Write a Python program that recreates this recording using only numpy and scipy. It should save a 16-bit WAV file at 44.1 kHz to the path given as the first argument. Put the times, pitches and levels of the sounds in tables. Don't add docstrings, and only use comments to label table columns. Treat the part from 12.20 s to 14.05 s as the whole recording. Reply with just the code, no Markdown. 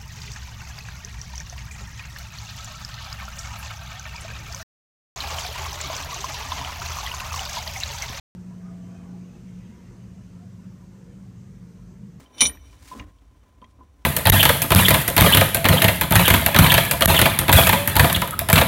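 import sys
import numpy as np
from scipy import signal
from scipy.fft import irfft
from scipy.io import wavfile

SR = 44100
rng = np.random.default_rng(int(sys.argv[2]) if len(sys.argv) > 2 else 0)


def inscribe(sig):
    pcm = np.round(np.clip(np.atleast_2d(sig).T, -1, 1) * 32767)
    wavfile.write(sys.argv[1], SR, pcm.astype(np.int16))


N = 81585


def amp(db):
    return 10 ** (np.asarray(db) / 20)


def decay(t, t60):
    return np.exp(-np.log(1000) * t / t60)


def add(mix, start_s, sound):
    part = mix[max(round(start_s * SR), 0):][:len(sound)]
    part += sound[:len(part)]


def noise(colour, size):
    hz, db = np.transpose(colour)
    freqs = np.fft.rfftfreq(size, 1 / SR)
    magnitude = amp(np.interp(np.log(freqs + 1), np.log(hz), db))
    wave = irfft(magnitude * np.exp(2j * np.pi * rng.random(len(freqs))), size)
    return wave / np.sqrt(np.mean(wave ** 2) + 1e-20)


def burst(colour, t60, attack_s):
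    t = np.arange(SR // 5) / SR
    return noise(colour, len(t)) * (1 - np.exp(-t / attack_s)) * decay(t, t60)


def ring(modes, attack_s):
    t = np.arange(round(SR * max(t60 for hz, db, t60 in modes))) / SR
    tones = sum(amp(db) * decay(t, t60) * np.sin(2 * np.pi * hz * t) for hz, db, t60 in modes)
    return (1 - np.exp(-t / attack_s)) * tones


def rub(fader, colour, grain_db, grain_hz):
    t = np.arange(N) / SR
    grain = np.interp(t * grain_hz, np.arange(N), rng.standard_normal(N))
    level_db = np.interp(t, *np.transpose(fader)) + grain_db * grain
    return noise(colour, N) * amp(level_db)


# (time [s], level [dB])
RUMBLE_FADER = [(0, -56.5), (.17, -64.5), (.3, -48.5), (.55, -48), (.7, -49), (.85, -46), (.97, -60),
                (1.1, -49.5), (1.22, -56), (1.5, -55), (1.85, -56)]
# (frequency [Hz], gain [dB])
RUMBLE_EQ = [(20, -36.5), (36, -22), (50, -3.5), (58, -1.5), (70, 1), (82, -6.5), (100, -6.5), (135, -18.5),
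             (250, -30.5), (800, -73)]
# (time [s], level [dB])
SWAY_CUES = [(0.249, -35), (.802, -36.5), (1.461, -50.5), (1.625, -53)]
# (frequency [Hz], gain [dB], t60 [s])
BENCH_MODES = [(51.24, -12, 2.3), (69, 5.5, 0.25), (87.65, -7, 0.19), (103, -11.5, .2), (194.04, -11, .3),
               (265, -13, .3), (296, -16.5, .5)]


def bench():
    out = rub(RUMBLE_FADER, RUMBLE_EQ, grain_db=-0.5, grain_hz=4.8)
    for start_s, db in SWAY_CUES:
        add(out, start_s, amp(db) * ring(BENCH_MODES, attack_s=0.006))
    return out


# (time [s], level [dB])
SLEEVE_FADER = [(0, -56.5), (.04, -62), (.08, -88), (.4, -73.5), (.46, -67), (.53, -62), (.58, -67),
                (.63, -58.5), (.675, -51.5), (.715, -50), (.755, -58), (.79, -53), (.81, -84), (.93, -75),
                (1.46, -79), (1.51, -71), (1.55, -81), (1.8, -76), (1.85, -69.5)]
# (frequency [Hz], gain [dB])
SLEEVE_EQ = [(300, -12.5), (900, -5), (1900, 0.5), (3000, -3), (5000, -2), (6800, -3), (9000, -4.5),
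             (11500, -10.5), (15500, -11.5)]


def sleeve():
    return rub(SLEEVE_FADER, SLEEVE_EQ, grain_db=2.5, grain_hz=380)


# (time [s], level [dB])
SCRAPE_FADER = [(0, -53), (.11, -59), (.17, -52), (.3, -50.5), (.41, -58), (.54, -56), (.62, -59),
                (.83, -50.5), (.93, -62), (1.05, -65.5), (1.2, -61), (1.39, -62.5), (1.5, -63.5),
                (1.66, -63), (1.85, -64)]
# (frequency [Hz], gain [dB])
SCRAPE_EQ = [(60, -15.5), (150, -6.5), (230, -4.5), (284, 3), (335, -8), (400, -8.5), (560, -10),
             (800, -13), (975, -14.5), (1012, -0.5), (1060, -12.5), (1180, -15.5), (1600, -18.5),
             (2350, -22.5), (3500, -25), (4900, -32), (6000, -28.5), (10000, -36), (15500, -37)]
# (time [s], level [dB])
KNOCK_CUES = [(0.7139, -22.5), (0.802, -32.5), (1.422, -34.5), (1.6075, -36)]
# (frequency [Hz], gain [dB], t60 [s])
SCREW_MODES = [(1015.6, -2.5, 0.1), (1064, -28.5, 0.58), (1276, -28, 0.1)]


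def screw():
    out = rub(SCRAPE_FADER, SCRAPE_EQ, grain_db=3, grain_hz=73.5)
    for start_s, db in KNOCK_CUES:
        add(out, start_s, amp(db) * ring(SCREW_MODES, attack_s=0.0048))
    return out


# (frequency [Hz], gain [dB])
THUD_EQ = [(25, -42), (45, -18.5), (75, -5), (130, -5), (260, 5.5), (340, -7), (520, -1), (750, -11),
           (1050, -3.5), (1600, -20.5), (4000, -48.5)]


def thud(t60, attack_s):
    return burst(THUD_EQ, t60, attack_s)


# (time [s], thud level [dB], ring frequency [Hz], ring level [dB])
BUMP_CUES = [(0.715, -46.5, 392, -53.5), (0.746, -40.5, 223, -38.5), (0.757, -53, 255, -38),
             (0.782, -42.5, 200, -41), (.808, -51.5, 275.5, -37), (1.416, -45, 228, -44),
             (1.586, -51.5, 486, -54), (1.606, -51.5, 336.6, -51.5)]


def jaw_bumps():
    out = np.zeros(N)
    for start_s, thud_db, ring_hz, ring_db in BUMP_CUES:
        add(out, start_s, amp(thud_db) * thud(t60=0.14, attack_s=0.0021))
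        add(out, start_s, ring([(ring_hz, ring_db, 0.15)], attack_s=0.0023))
    return out


# (time [s], click level [dB], EQ pitch shift [ratio], ring frequency [Hz], ring level [dB])
TICK_CUES = [(0.06, -61, 1.5, 3080, -49.5), (0.1813, -31.5, 1.56, 3100, -48), (.296, -36.5, 1, 1870, -37.5),
             (0.319, -60, 0.73, 1870, -44.5), (0.372, -51, 1.04, 1850, -51), (.497, -66, 1.6, 2414, -52),
             (.529, -54.5, 1.24, 5709, -64), (.7948, -34, 1.034, 2430, -40),
             (0.7969, -33.5, 1.005, 2824, -35), (0.8245, -50, 1.1, 1820, -47),
             (.985, -61.5, 1.39, 2500, -76), (1.416, -57, 1.5, 3130, -53), (1.443, -48, 1.094, 3226, -49)]
# (frequency [Hz], gain [dB])
TICK_EQ = [(600, -11.5), (1400, -12.5), (1850, 7.5), (2100, -1.5), (2400, 7.5), (2600, -18.5), (2900, -0.5),
           (3900, -10), (4800, -15), (6300, -9.5), (8000, -43.5), (15000, -59)]


def bar_ticks():
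    out = np.zeros(N)
    for start_s, click_db, pitch, ring_hz, ring_db in TICK_CUES:
        shifted_eq = np.array(TICK_EQ) * [pitch, 1]
        add(out, start_s, amp(click_db) * burst(shifted_eq, t60=0.029, attack_s=0.0006))
        add(out, start_s, ring([(ring_hz, ring_db, 0.043)], attack_s=0.0006))
    return out


# (frequency [Hz], gain [dB], t60 [s])
BAR_MODES = [(2225, -8, .14), (2285, -11, .12), (2363, -1, .14), (3037, 0, .13), (3520, -9, .1),
             (3598, 0, .12), (3758, -8, .11), (3888, -1, .12), (4232, -7, .12), (5709, -2, .27),
             (5908, 0, .18), (6650, -18, .09), (6812, -18, .09), (7740, -18, .16), (8925, -18, .12),
             (9325, -22, .08), (9561, 0, .22), (9758, -17, .18), (9808, -7, .18), (13888, -24, .6)]
# (time [s], level [dB])
SLIDE_FADER = [(.04, -73), (.11, -71.5), (.17, -52), (.2, -37.5), (.28, -46), (.32, -52), (.36, -59),
               (.42, -63), (.48, -63), (.56, -70), (.7, -80.5), (1.85, -82.5)]
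# (frequency [Hz], gain [dB])
SLIDE_DRIVE = [(2300, -0.5), (3000, -1), (3700, -6), (5700, 1), (5920, -2), (7500, -7.5), (9700, -5.5),
               (13900, 8)]


def bar_slide(width_hz=28):
    freqs = np.arange(500, SR // 2, 5)
    power = np.zeros(len(freqs))
    for hz, db, _ in BAR_MODES:
        drive_db = np.interp(hz, *np.transpose(SLIDE_DRIVE))
        peak = 1 / (1 + ((freqs - hz) / width_hz) ** 2)
        power += (amp(db + drive_db) * peak) ** 2
    colour = np.transpose([freqs, 10 * np.log10(power)])
    return rub(SLIDE_FADER, colour, grain_db=2, grain_hz=60)


# (time [s], ring level in each of five mode groups [dB], clatter level [dB], thud level [dB])
BLOW_CUES = [(0.183, -57.5, -49, -53, -54.5, -62.5, -47.5, -51.5),
             (0.19, -58, -36.5, -54.5, -55, -60, -53.5, -56.5),
             (0.1986, -58, -28.5, -54.5, -31.5, -58.5, -62.5, -52),
             (0.2069, -36.5, -15, -19.5, -16, -13.5, -15.5, -36.5),
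             (0.2112, -34, -17.5, -22.5, -14.5, -10.5, -21.5, -42),
             (0.2166, -25.5, -15, -20.5, -14.5, -11.5, -24.5, -29),
             (0.2198, -18, -20, -32.5, -17.5, -13, -22, -29),
             (0.2532, -25.5, -28, -19.5, -28.5, -27.5, -26, -41.5),
             (0.2584, -23, -32, -25, -14, -36, -30, -47),
             (0.2653, -39.5, -28, -40.5, -12.5, -22, -41.5, -44.5)]
# (frequency [Hz], gain [dB])
CLATTER_EQ = [(700, -21), (1050, -9), (1700, -16.5), (2300, -3), (2750, -15), (3650, 3), (4300, -9),
              (4950, -14), (6000, -5), (6500, -13), (7600, -10.5), (8350, -18.5), (9900, -6.5),
              (10600, -23.5), (12000, -26.5), (14500, -24.5), (15800, -34)]


def clank(crack_boost_db=7.5):
    out = np.zeros(N)
    for start_s, *_, clatter_db, thud_db in BLOW_CUES:
        crack = burst(CLATTER_EQ, t60=0.009, attack_s=0.0003)
        clatter = burst(CLATTER_EQ, t60=0.092, attack_s=0.001)
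        add(out, start_s, amp(clatter_db) * (amp(crack_boost_db) * crack + clatter))
        add(out, start_s, amp(thud_db) * thud(t60=0.2, attack_s=0.0017))
    return out


GROUP_CENTRES = [2300, 3040, 3700, 5800, 9600]
# (frequency [Hz], start time [s], extra decay [dB/s])
CHOKE = [(3000, 0.251, 130), (6260, 0.26, 904.5), (10060, 0.3, 490), (13900, .34, 209)]


def bar_ring(contact_s=0.0007, jolt_rad=0.52):
    t = np.arange(N) / SR
    blows = np.array(BLOW_CUES)
    blow_s, group_db = blows[:, 0], blows[:, 1:6]
    latest = np.maximum(np.searchsorted(blow_s, t) - 1, 0)
    since_blow = np.maximum(t - blow_s[latest], 0)
    struck = t >= blow_s[0]
    choke_hz, choke_s, choke_rate = np.transpose(CHOKE)
    jolts = jolt_rad * rng.standard_normal((len(blows), len(BAR_MODES)))
    phases = np.cumsum(jolts, axis=0) + 2 * np.pi * rng.random(len(BAR_MODES))
    pole = np.exp(-1 / (contact_s * SR))
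    out = np.zeros(N)
    for mode, (hz, db, t60) in enumerate(BAR_MODES):
        force_db = np.array([np.interp(hz, GROUP_CENTRES, levels) for levels in group_db])
        since_choke = np.maximum(t - np.interp(hz, choke_hz, choke_s), 0)
        choke_db = np.interp(hz, choke_hz, choke_rate) * since_choke
        envelope = struck * amp(db + force_db[latest] - choke_db) * decay(since_blow, t60)
        swing = envelope * np.exp(1j * phases[latest, mode])
        softened = signal.lfilter([1 - pole], [1, -pole], swing)
        out += (softened * np.exp(2j * np.pi * hz * t)).real
    return out


def scene():
    drop = bar_ring() + clank() + bar_slide()
    mechanism = screw() + bar_ticks() + jaw_bumps()
    bed = bench() + sleeve()
    return (drop + mechanism + bed)[None]


def record(dry):
    rounded = dry / (1 + dry ** 4) ** (1 / 4)
    lowpass = signal.firwin(255, 15850, window=("kaiser", 9), fs=SR)
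    return signal.oaconvolve(rounded, lowpass[None], "same")


dry = scene()
out = record(dry)
inscribe(out)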